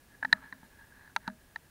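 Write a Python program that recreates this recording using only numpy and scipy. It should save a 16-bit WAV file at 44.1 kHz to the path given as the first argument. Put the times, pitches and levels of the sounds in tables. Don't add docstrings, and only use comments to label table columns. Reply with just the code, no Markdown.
import sys
import numpy as np
from scipy import signal
from scipy.fft import rfft, irfft, next_fast_len
from scipy.io import wavfile
from scipy.ndimage import map_coordinates

SR = 44100
rng = np.random.default_rng(int(sys.argv[2]) if len(sys.argv) > 2 else 0)


def waveform_to_disk(signal):
    frames = np.transpose(np.atleast_2d(signal))
    scaled = np.clip(frames, -1, 1) * 32767
    samples = np.round(scaled).astype(np.int16)
    wavfile.write(sys.argv[1], SR, samples)


def voltage_ratio(level):
    return 10 ** (np.asarray(level, float) / 20)


N = 74970
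DAMPING_GROWS = 1.175


def unit(x):
    return x / np.sqrt(np.mean(x ** 2) + 1e-20)


def curve(rows):
    return np.interp(np.arange(N) / SR, *np.transpose(rows))


def wobble(rate):
    knots = rng.standard_normal(int(N * rate / SR) + 4)
    return map_coordinates(knots, [np.arange(N) * rate / SR])


def filtered(x, response):
    size = next_fast_len(N + SR // 2)
    spectrum = rfft(x, size) * response(np.fft.rfftfreq(size, 1 / SR))
    return irfft(spectrum, size)[..., :N]


def resonances(peaks):
    def response(f):
        total = 0
        for k, (hz, width, db) in enumerate(peaks):
            damping = 1j * f * width
            total = total + (-1) ** k * voltage_ratio(db) * damping / (hz * hz - f * f + damping)
        return total
    return response


def ring(start_s, hz, db, t60, rise_s, grows=1):
    first = round(start_s * SR)
    t = np.maximum(np.arange(N) / SR - start_s, 0)[first:][:SR // 4]
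    level = voltage_ratio(db - 60 * (t / t60) ** grows) * (1 - np.exp(-t / rise_s))
    out = np.zeros(N)
    out[first:][:len(t)] = level * np.sin(2 * np.pi * hz * t)
    return out


# frequency in Hz, level in dB per Hz.
HISS = [(12, -32), (20, -3), (70, -0.5), (897, -16), (976, -17), (1610, -18), (4540, -23.5), (9670, -25.5),
        (16000, -24.5)]
# frequency in Hz, level in dB rms.
WHINE = [(9135, -97.5), (9297, -86), (9378, -81), (9453, -81), (9534, -89)]
HISS_DB = -61.5
HUM_HZ, HUM_DB = 60, -71


def electronics():
    t = np.arange(N) / SR
    hiss_hz, hiss_db = np.transpose(HISS)

    def colour(hz):
        return voltage_ratio(np.interp(np.log(hz + 1), np.log(hiss_hz + 1), hiss_db))

    hiss = voltage_ratio(HISS_DB + 0.4 * wobble(9.2)) * unit(filtered(rng.standard_normal(N), colour))
    hum = voltage_ratio(HUM_DB + 2.8 * wobble(8)) * np.sin(2 * np.pi * HUM_HZ * t + 0.4 * wobble(7.6))
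    whine = np.zeros(N)
    for hz, db in WHINE:
        phase = 2 * np.pi * (hz * t + rng.random()) + 0.8 * wobble(17)
        whine += voltage_ratio(db + 1) * np.sin(phase)
    return hiss + hum + whine


# time in seconds, level in dB.
SLOSH = [
    (0.0, -87),
    (0.236, -56.5),
    (0.444, -58.5),
    (0.548, -75),
    (0.808, -66.5),
    (1.164, -64),
    (1.61, -83),
    (1.7, -77),
]
# frequency in Hz, width in Hz, level in dB.
SLOSH_BAND = [(176, 70, -3), (264, 17, 1.5)]


def slosh():
    murmur = filtered(rng.standard_normal(N), resonances(SLOSH_BAND))
    return voltage_ratio(curve(SLOSH) - 6) * unit(voltage_ratio(2.5 * wobble(45)) * murmur)


# time in seconds, level in dB.
TRICKLE = [(0, -70.5), (.1, -68.5), (.15, -60.5), (.2, -66.5), (.3, -56.5), (.36, -55), (.44, -59.5),
           (.51, -59), (.58, -66.5), (.74, -65.5), (.82, -59), (.88, -65), (.96, -59.5), (1.1, -61),
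           (1.16, -71.5), (1.27, -56.5), (1.36, -71), (1.7, -72.5)]
# frequency in Hz, width in Hz, level in dB.
SHELL = [(902, 86, -3.5), (1424, 200, -18), (1668, 105, -6), (4170, 200, -15)]
TICKS_PER_S, TICK_SPREAD_DB = 520, 3
WASH_SHARE = 0.5


def trickle():
    hits = rng.random(N) < TICKS_PER_S / SR
    ticks = hits * voltage_ratio(TICK_SPREAD_DB * rng.standard_normal(N)) * rng.choice([-1, 1], N)
    wash = rng.standard_normal(N)
    drive = np.sqrt(1 - WASH_SHARE) * unit(ticks) + np.sqrt(WASH_SHARE) * wash
    clumped = drive * voltage_ratio(3.3 * wobble(30))

    def shell(f):
        return resonances(SHELL)(f) * resonances([(1680, 600, 0)])(f)

    return voltage_ratio(curve(TRICKLE)) * unit(filtered(clumped, shell))


# start in seconds, level in dB, t60 in seconds.
RUNOFF = [
    (.335, -54, 0.48),
    (1.283, -60, 0.18),
]
# frequency in Hz, width in Hz, level in dB.
RUNOFF_BANDS = [(780, 90, -5), (1346, 200, -0.5)]


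def runoff():
    t = np.arange(N) / SR
    level = np.zeros(N)
    for start_s, db, t60 in RUNOFF:
        level += (t > start_s) * voltage_ratio(db - 60 * np.abs(t - start_s) / t60)

    def lid(f):
        return resonances(RUNOFF_BANDS)(f) * resonances([(1100, 900, 0)])(f)

    gurgle = rng.standard_normal(N) * voltage_ratio(3.5 * wobble(60))
    return level * unit(filtered(gurgle, lid))


# start in seconds, level in dB, pitch in Hz.
DRIPS = [(.8200, -51, 1660), (.8470, -55, 1690), (0.922, -49, 1650), (0.953, -54, 1560), (0.972, -55, 1510),
         (1.016, -55, 1790), (1.097, -54, 1488), (1.228, -58, 1730), (1.239, -67, 1670), (1.264, -50, 1547),
         (0.149, -49, 1670)]


def drips():
    return sum(ring(s, hz, db, 0.0298, 0.00071, DAMPING_GROWS) for s, db, hz in DRIPS)


# frequency in Hz, t60 in seconds.
BODY = [(200, 0.14), (236, .18), (262, .4), (630, 0.21)]
# start in seconds, then the level of each body mode in dB.
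THUDS = [
    (0.2289, -60, -79, -50, -67),
    (.2490, -52, -54.5, -49.5, -71),
    (0.3279, -39, -43.5, -53.5, -48),
    (0.5252, -53, -57, -56, -65),
    (0.6306, -51, -55, -61.5, -73),
    (1.1635, -53, -84.5, -61, -59),
    (1.2780, -34, -38.5, -67, -47.5),
]
# start in seconds, level in dB, pitch in Hz.
SHOVES = [
    (0.2472, -48, 109),
    (0.327, -38, 111.5),
    (1.2764, -52, 111),
]


def thuds():
    out = np.zeros(N)
    for start_s, *levels in THUDS:
        for (hz, t60), db in zip(BODY, levels):
            out += ring(start_s, hz, db, t60, 0.00139)
    for start_s, db, hz in SHOVES:
        out += ring(start_s, hz, db, 0.05, 0.001927)
    return out


# start in seconds, level in dB, shell pitch in Hz, lens port level in dB,
# level of crack and high modes in dB; the last two are relative to the blow.
BLOWS = [(.2280, -20, 1662, -27.5, -29), (0.2326, -25.5, 1647, -36, -35.5),
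         (0.2492, -21.5, 1850, -14, -16.5), (.2518, -20.5, 1710, -35, -19), (.2950, -50, 1719, -24, -24),
         (0.327, -21.5, 1826, -2.5, -18), (0.3282, -5, 1804, -4, -9.5), (.3720, -43, 1610, -26, -24),
         (.4040, -52, 1540, -23, -23.5), (0.5254, -30, 1832, -14, -20), (0.5304, -41.5, 1640, -27, -23.5),
         (1.0764, -43.5, 1700, -16.5, -24.5), (1.1625, -29, 1950, -23, 7), (1.1630, -21, 1616, -1, 3),
         (1.1713, -55, 1650, -21.5, -35), (1.27, -40.5, 1680, -17.5, -17), (1.2776, -27, 1540, -5, -1.5),
         (1.2808, -37, 1770, -17.5, -10.5), (1.2850, -38, 1700, -18, -19.5), (1.3, -41, 1650, -16, -23),
         (1.5599, -25, 1828, -13, -11), (1.5645, -53, 1770, -29, 3)]
# frequency in Hz, level in dB, t60 in seconds.
BRIGHT = [(2052, -6.5, 0.0083), (2310, -7.5, .009), (2690, -8.5, 0.0092), (3223, -11.5, .008),
          (4420, -7, 0.0066), (5310, -23, 0.0095), (6221, -17, 0.0072), (7130, -22, 0.0054),
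          (10600, -29, 0.00834)]
# start in seconds, level in dB, pitch in Hz,
# upper mode in dB, lower mode in dB, both relative to the main one.
LID_KNOCKS = [(.2280, -33, 917, 1, 7), (.2487, -25.5, 893, -3.5, 0), (0.3279, -19.5, 954, -11, -10),
              (0.5263, -40, 1045, -7, -15), (.6312, -47.5, 880, -12, -14), (1.1629, -19, 929, -3.5, -25),
              (1.1700, -33, 900, -5, -0.5), (1.2773, -30, 900, -4.5, -18),
              (1.2806, -29.5, 938, -12.5, -3.5), (1.2850, -38, 800, -6, 5), (1.5599, -35.5, 929, -2, -10)]
# ratio to the knock's pitch, t60 in seconds.
LID = [(0.9795, 0.023), (1.45, 0.022), (0.83, 0.0067)]
SHELL_T60_S, SHELL_RISE_S = 0.014, 0.00068
PORT_HZ, PORT_T60_S = 3979, 0.009
CRACK_DB, CRACK_T60_S = -22, 0.0066
LID_LEAD_S = 0.0007
SEAL_HZ = 676


def seal(f):
    return ((1j * f) ** 2 / (SEAL_HZ ** 2 - f * f + 1.3j * f * SEAL_HZ)) ** 2


def slaps():
    out = np.zeros(N)
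    noise = rng.standard_normal(N)
    scatter = rng.standard_normal((len(BLOWS), 2, 16))
    for (start_s, db, hz, port_db, bright_db), (level_shift, pitch_shift) in zip(BLOWS, scatter):
        out += ring(start_s, hz, db + 3, SHELL_T60_S, SHELL_RISE_S, DAMPING_GROWS)
        out += ring(start_s, PORT_HZ, db + port_db, PORT_T60_S, 0.00022, DAMPING_GROWS)
        for k, (mode_hz, mode_db, t60) in enumerate(BRIGHT):
            shifted_hz = mode_hz * (1 + 0.012 * pitch_shift[k])
            shifted_db = db + bright_db + mode_db + 1.348 * level_shift[k]
            out += ring(start_s, shifted_hz, shifted_db, t60, 0.0002, DAMPING_GROWS)
        t = np.arange(N) / SR - start_s
        crack_db = db + bright_db + CRACK_DB - 60 * np.abs(t) / CRACK_T60_S
        out += (t > 0) * voltage_ratio(crack_db) * noise
    for start_s, db, hz, upper_db, lower_db in LID_KNOCKS:
        for (ratio, t60), mode_db in zip(LID, (0, upper_db, lower_db)):
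            out += ring(start_s - LID_LEAD_S, hz * ratio, db + mode_db, t60, 0.000288, DAMPING_GROWS)
    return filtered(out, seal)


def scene():
    background = electronics() + slosh() + trickle()
    after_the_slaps = runoff() + drips()
    return (background + after_the_slaps + thuds() + slaps())[None]


def low_pass(x):
    return signal.sosfilt(signal.butter(12, 16800, fs=SR, output="sos"), x)


def record(dry):
    top_hz = 15750

    def input_filter(hz):
        return voltage_ratio(-np.clip(hz - top_hz, 0, None) / 55 - 12.5 * (hz > top_hz))

    return low_pass(filtered(dry, input_filter))


dry = scene()
out = record(dry)
waveform_to_disk(out)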